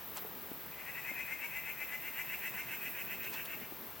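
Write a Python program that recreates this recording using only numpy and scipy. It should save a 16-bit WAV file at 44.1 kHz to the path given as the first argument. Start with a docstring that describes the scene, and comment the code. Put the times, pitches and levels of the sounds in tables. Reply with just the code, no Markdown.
"""A shaded bamboo grove. A creaking rattle, perhaps an insect, swells about eight times a second:
in each swell a train of uneven snaps speeds up and slackens, ringing a small hollow body under a
higher rasp and a thin fizz. Close by, twigs snap, dry leaves crunch, and there are a few soft bumps
and some shuffling. Behind it all sit a very high, steady hiss and a low outdoor murmur."""
import sys
import numpy as np
from scipy import signal
from scipy.fft import rfft, irfft
from scipy.io import wavfile

SR = 44100
rng = np.random.default_rng(int(sys.argv[2]) if len(sys.argv) > 2 else 0)


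def inscribe(sig):
    """Save sig as 16-bit PCM at rate SR to the path in sys.argv[1].

    A 1-D sig is mono; a 2-D sig holds one channel per row.
    Samples are clipped to [-1, 1] before scaling.
    """
    pcm = np.round(np.clip(np.atleast_2d(sig).T, -1, 1) * 32767)
    wavfile.write(sys.argv[1], SR, pcm.astype(np.int16))


N = 176400
T = np.arange(N) / SR
HZ = np.maximum(np.fft.rfftfreq(N, 1 / SR), 1)

# The rattle's swells: (peak time [s], snap rate at the peak [1/s], relative level [dB],
# upper rasp pitch [Hz], upper rasp level [dB])
SWELLS = [(.735, 290, -56, 2540, -58), (.809, 300, -46, 2650, -51), (.897, 282, -41, 2590, -51.5),
          (.989, 283, -39.5, 2640, -50), (1.098, 303, -36, 2580, -49.5), (1.208, 296, -36, 2570, -46),
          (1.327, 302, -35.5, 2596, -49), (1.452, 318, -35.5, 2700, -50), (1.578, 296, -35.5, 2630, -47.5),
          (1.70, 303, -36.5, 2592, -47.5), (1.827, 297, -37, 2590, -50.5), (1.949, 292, -36.5, 2710, -53.5),
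          (2.078, 302, -38.5, 2740, -51), (2.205, 293, -36, 2780, -49.5), (2.338, 300, -37.5, 2693, -47),
          (2.47, 287, -37, 2640, -47), (2.602, 304, -37.5, 2685, -50.5), (2.738, 308, -38.5, 2680, -48.5),
          (2.868, 292, -40, 2560, -47.5), (3.003, 294, -41, 2612, -47.5), (3.133, 295, -42, 2632, -49.5),
          (3.265, 312, -42.5, 2660, -49), (3.398, 322, -42, 2693, -49.5), (3.533, 310, -43.5, 2698, -50.5),
          (3.642, 305, -48.5, 2685, -65)]
# How far the snap rate climbs into a peak: (time [s], depth [share of the peak rate])
RATE_CLIMB = [(1.1, .22), (1.45, .17), (1.65, .09), (2.0, .09), (2.3, .17), (3.3, 0.19)]
# The rattle's place, left of centre: (time [s], pan [dB])
RATTLE_PAN = [(.8, 2.5), (1.8, 3), (2.64, 0.3), (3.6, 1.2)]
def rattle():
    """Snaps quicken into each swell and ring a hollow body; they roughen as the call goes on."""
    peak_times, peak_rates, *_ = np.transpose(SWELLS)
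    peak_rate = np.interp(T, peak_times, peak_rates)
    slack = slackness(peak_times)
    sag = np.minimum(in_time(RATE_CLIMB) * slack, .8)
    rate = peak_rate * (1 + .011 * drift(hz=45)) * (1 - sag)
    drive = snaps(rate, jitter=over_call(.011, .017) + .012 * slack, friction=over_call(.25, .5))
    creak = hollow_body(drive, peak_rate, sag) + upper_rasp(slack)
    creak = butter(creak, 2965, "low", order=8)
    sheen = fizz(drive)
    placed = pan(in_time(RATTLE_PAN)) * (creak + from_db(-8) * stem_scatter(creak))
    return from_left(placed) + sheen


def snaps(rate, jitter, friction, spread_db=1.1, accent=.15):
    """Uneven strong-weak clicks, each trailing friction noise; jitter is a share of the period."""
    phase = np.cumsum(rate) / SR
    onsets = np.flatnonzero(np.diff(np.floor(phase)))
    shift, force = rng.standard_normal((N, 2))[:len(onsets)].T
    strength = from_db(spread_db * force) * (1 + accent * (-1) ** np.arange(len(onsets)))
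    landings = onsets + shift * jitter[onsets] * SR / rate[onsets]
    clicks = np.zeros(N)
    clicks[np.clip(landings, 0, N - 1).astype(int)] = strength
    scrape = rng.standard_normal(N) * np.exp(-2 * (phase % 1))
    return rms_one(rms_one(clicks) + friction * rms_one(scrape))


def over_call(early, late, t=T):
    """Morph a setting from its early to its late value between 1.71 and 3.06 s."""
    return early + (late - early) * np.clip((t - 1.71) / (3.06 - 1.71), 0, 1)


def slackness(peak_times, climb_s=.05, hold_s=.016, drop_s=.018):
    """How slack the snapping is: zero at each peak and just after, growing between swells."""
    since = T - peak_times[:, None]
    away = np.maximum(-since / climb_s, (since - hold_s) / drop_s)
    return np.clip(away.min(axis=0), 0, 1.6) ** 1.4


def pulsing(rise_s, fall_s=.0033):
    """The rattle's envelope: all swells summed in power, their peaks widening late in the call."""
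    return np.sqrt(sum((from_db(db) * swell(s, rise_s, fall_s, over_call(.0078, .014, s))) ** 2
                       for s, _, db, *_ in SWELLS))


# The body's modes: (pitch [Hz], width [Hz], early gain [dB], late gain [dB], envelope lead [s])
BODY_MODES = [(953, 84, -6, -7.5, 0.0099), (1496, 160, -6.5, 0.5, 0.0064), (1950, 330, -1.5, 2, 0.011),
              (2395, 140, 2.5, 5, -0.0037), (2890, 450, -8, 0.5, -0.00049)]
def hollow_body(drive, peak_rate, sag, level_db=-48.5):
    """Snaps ring five modes that brighten over the call, and a gliding ring that accents each peak."""
    effort = pulsing(rise_s=.056)
    modes = np.zeros(N)
    for k, (hz, width_hz, early_db, late_db, lead_s) in enumerate(BODY_MODES):
        envelope = from_db(over_call(early_db, late_db)) * np.interp(T + lead_s, T, effort)
        modes += (-1) ** k * envelope * resonance(drive, hz, width_hz)
    ring_hz = 7 * peak_rate * (1 - .35 * sag)   # the snaps' 7th partial, partly following their sag
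    ring = moving_resonance(drive * pulsing(rise_s=.028), ring_hz, width_hz=196)
    return from_db(level_db) * rms_one(modes + from_db(over_call(7.5, 3.5)) * ring)


def upper_rasp(slack, snaps_per_s=340, bend=.035):
    """A second, rougher train of snaps rings a higher resonance that bends up into each peak."""
    peak_times, _, _, pitches, _ = np.transpose(SWELLS)
    drive = snaps(np.full(N, snaps_per_s), jitter=np.full(N, .1), friction=.5)
    ring_hz = np.interp(T, peak_times, pitches) * (1 - bend * slack)
    ring = rms_one(moving_resonance(drive, ring_hz, width_hz=217))
    power = np.zeros(N)
    for s, *_, db in SWELLS:
        length = min(s / 1.06, 1) ** 4   # the first, quicker swells are shorter
        envelope = swell(s - .014 * length, rise_s=.032 * length, fall_s=.013, hold_s=.032 * length)
        power += (from_db(db) * envelope) ** 2
    return ring * np.sqrt(power)


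# The fizz's tone: (frequency [Hz], gain [dB])
FIZZ_EQ = [(3000, -13.5), (4300, -19.5), (5500, -5.5), (6500, -6.5), (8000, -4), (9500, -10.5),
           (12000, -12)]
def fizz(drive):
    """Wide, bright noise with a trace of the snaps; it rides the swells and lingers between them."""
    noise = coloured(.3 * drive + rng.standard_normal((2, N)), FIZZ_EQ)
    envelope = pulsing(rise_s=.032, fall_s=.033) + from_db(-6.5) * pulsing(rise_s=.13, fall_s=.13)
    return noise * envelope * from_db(over_call(-22.5, -17.5))


def stem_scatter(x, t60_s=.33, predelay_s=.006):
    """The stems scatter sound into a short tail, nearly the same at both ears."""
    tails = rng.standard_normal((3, N)) * from_db(-60 * T / t60_s) * (T > predelay_s)
    response = tails[0] + .11 * tails[1:]
    response /= np.sqrt(np.sum(response[0] ** 2))
    return signal.fftconvolve(x[None], response, axes=1)[:, :N]


# Twig cracks: (time [s], relative level [dB], low cut [Hz])
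TWIGS = [(.1717, -31, 7000), (.1723, -31, 7000), (3.2326, -39, 5500), (3.4518, -28, 9000),
         (3.4577, -32, 9500)]
def twig_snaps(decay_s=.0003, high_cut_hz=13300):
    """Twigs break in tiny, sharp bursts of bright noise."""
    fibres = rng.choice([-1, 1], N)
    cracks = np.zeros(N)
    for s, db, low_cut_hz in TWIGS:
        burst = fibres * from_db(db) * np.exp(-np.abs(T - s) / decay_s) * (T > s)
        cracks += butter(burst + 1e-18, [low_cut_hz, high_cut_hz], "band", order=3)
    return 2 * pan(1) * cracks


# Leaf crunches: (time [s], level [dB], rise [s], fall [s])
CRUNCHES = [(0.179, -43.5, 0.018, .013), (3.246, -48, 0.0058, 0.013), (3.341, -44, 0.02, 0.023),
            (3.456, -47, 0.0033, 0.013)]
# Their tone: (frequency [Hz], gain [dB])
CRUNCH_EQ = [(200, -5), (500, 16.5), (1000, 19.5), (1600, 16), (3000, 15), (5000, 11), (8000, 6.5),
             (13000, 5), (17000, -30)]
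def leaf_crunches(grain_db=2.5):
    """Dry leaves crunch in short swells of grainy noise."""
    grains = rng.standard_normal(N) * from_db(grain_db * rng.standard_normal(N))
    return pan(1) * coloured(grains, CRUNCH_EQ) * gestures(CRUNCHES)


# Soft bumps: (time [s], level [dB], pitch [Hz], 60 dB decay [s], grit mix [ratio])
BUMPS = [(.248, -40.5, 433, 0.073, 0.63), (0.515, -36, 264, 0.023, 0.47), (1.115, -44.5, 268, 0.037, 0.85),
         (3.722, -34.5, 295, 0.023, .3)]
def bumps(attack_s=.00026, grit_top_hz=850):
    """Dull knocks: a short low ring with a puff of grit."""
    knocks = np.zeros(N)
    for s, db, hz, t60, grit in BUMPS:
        age = np.maximum(T - s, 0)
        puff = rms_one(butter(rng.standard_normal(N), grit_top_hz, "low", order=6))
        envelope = from_db(db - 60 * age / t60) * (1 - np.exp(-age / attack_s))
        knocks += envelope * (np.sin(2 * np.pi * hz * age) + grit * puff)
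    return pan(3.5) * butter(knocks, 130, "high", order=2)


# Shuffles on the path: (time [s], level [dB], rise [s], fall [s])
SCUFFS = [(.35, -57.5, 0.26, 0.39), (3.25, -57, 0.66, 0.29), (3.629, -53, 0.043, 0.015),
          (3.828, -54, 0.054, 0.039)]
# Their tone: (frequency [Hz], gain [dB])
SCUFF_EQ = [(100, -21), (200, -3), (300, -7), (400, -2.5), (520, -13.5), (800, -13.5), (3000, -65)]
def scuffs():
    """Soft shuffling: low, muffled noise that fades in and out."""
    return pan(3) * coloured(rng.standard_normal(N), SCUFF_EQ) * gestures(SCUFFS)


# The hiss's tone: (frequency [Hz], gain [dB])
HISS_EQ = [(11500, -8), (12500, -7.5), (14000, -3), (15200, -2), (16400, 2)]
# Its fader ride: (time [s], relative level [dB])
HISS_RIDE = [(0.0, -45), (0.23, -41.5), (0.26, -44), (0.49, -43.5), (0.7, -45), (1.97, -43.5),
             (2.21, -41.5), (3.55, -40.5), (3.58, -44), (4.0, -45.5)]
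def high_hiss(low_cut_hz=11530, flicker_db=1.37, trim_db=2):
    """A faintly flickering hiss at the top of hearing, from straight ahead."""
    noise = butter(coloured(rng.standard_normal(N), HISS_EQ), low_cut_hz, "high", order=16)
    level_db = in_time(HISS_RIDE) + trim_db + flicker_db * drift(hz=22)
    return pan(.1) * rms_one(noise) * from_db(level_db)


# The outdoor bed's tone: (frequency [Hz], gain [dB])
MURMUR_EQ = [(15, -48), (30, -26), (45, -12), (60, -6), (76, 0), (98, -6), (130, 2), (200, -0.5),
             (300, -1.5), (600, -2.5), (1000, -1.5), (1400, -3.5), (2200, -5.5), (3500, -9.5),
             (5000, -13.5), (9000, -16.5), (11000, -15.5), (16000, -7.5)]
# Its fader ride: (time [s], level [dB])
MURMUR_RIDE = [(0, -48.5), (.45, -49), (.7, -49), (1.6, -50.5), (2.4, -49), (3.2, -49.5), (4, -49)]
# Its lean: (frequency [Hz], left minus right [dB])
MURMUR_BALANCE = [(60, 2.5), (200, 2.5), (450, 6.5), (1300, 6.5), (2400, 5.5), (4400, 0.5), (9000, 2)]
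# How narrow it sounds: (frequency [Hz], left-right correlation [0-1])
MURMUR_CORRELATION = [(100, 1), (1500, 0.89), (3000, 0.84), (5000, 0.68), (9000, 0), (12000, 0.97)]
def outdoor_murmur():
    """Distant murmur and leaf noise, leaning left: narrow in the lows, widest near 9 kHz."""
    mid, side = rfft(rng.standard_normal((2, N)))
    alike = np.clip(at_hz(MURMUR_CORRELATION), 0, .999)
    stereo = np.sqrt(1 + alike) * mid + np.sqrt(1 - alike) * side * [[1], [-1]]
    noise = irfft(stereo * pan(at_hz(MURMUR_BALANCE) / 2), N)
    return coloured(noise, MURMUR_EQ) * from_db(in_time(MURMUR_RIDE))


def from_db(db):
    """Decibels to gain."""
    return 10 ** (np.asarray(db) / 20)


def rms_one(x):
    """Scale to unit rms."""
    return x / np.sqrt(np.mean(x ** 2) + 1e-20)


def in_time(rows):
    """A curve at every sample."""
    return np.interp(T, *np.transpose(rows))


def at_hz(points):
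    """A curve at every frequency, on a log axis."""
    hz, value = np.transpose(points)
    return np.interp(np.log(HZ), np.log(hz), value)


def coloured(x, eq):
    """Shape a noise with an EQ curve; rms 1."""
    return rms_one(irfft(rfft(x) * from_db(at_hz(eq)), N))


def butter(x, hz, kind, order):
    """Butterworth filter."""
    return signal.sosfilt(signal.butter(order, hz, kind, fs=SR, output="sos"), x)


def drift(hz):
    """A random wobble, mostly slower than hz; rms 1."""
    return rms_one(butter(rng.standard_normal(N), hz, "low", order=2))


def resonance(x, hz, width_hz):
    """Two-pole resonance with peak gain 1."""
    r = np.exp(-np.pi * width_hz / SR)
    poles = [1, -2 * r * np.cos(2 * np.pi * hz / SR), r * r]
    return signal.lfilter(np.array([1, 0, -1]) * (1 - r * r) / 2, poles, x + 1e-18)


def moving_resonance(x, hz, width_hz):
    """A steep-sided resonance whose centre follows hz; peak gain 1."""
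    turn = np.exp(2j * np.pi * np.cumsum(hz) / SR)
    r = np.exp(-np.pi * width_hz / SR)
    return 2 * np.real(turn * signal.lfilter([(1 - r) ** 2], [1, -2 * r, r * r], x / turn))


def swell(s, rise_s, fall_s, hold_s=0):
    """An envelope that grows, stays full for hold_s either side of time s, and dies away."""
    return np.exp(-np.maximum(s - hold_s - T, 0) / rise_s - np.maximum(T - s - hold_s, 0) / fall_s)


def gestures(rows):
    """One envelope from a list of swells."""
    return sum(from_db(db) * swell(s, rise_s, fall_s) for s, db, rise_s, fall_s in rows)


def pan(db):
    """Gains that lift the left and lower the right by db each."""
    return from_db(np.array([[1], [-1]]) * db)


def from_left(x, lag_s=.000023):
    """Sound from the left reaches the right ear a little later."""
    return np.array([x[0], irfft(rfft(x[1]) * np.exp(-2j * np.pi * HZ * lag_s), N)])


def scene():
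    """The rattle over the grove's bed, with small sounds close by."""
    grove = rattle() + high_hiss() + outdoor_murmur()
    return grove + from_left(bumps() + scuffs()) + leaf_crunches() + twig_snaps()


def record(dry):
    """A brick-wall high cut at 16.5 kHz."""
    return irfft(rfft(dry) / np.sqrt(1 + (HZ / 16500) ** 1200), N)


dry = scene()
out = record(dry)
inscribe(out)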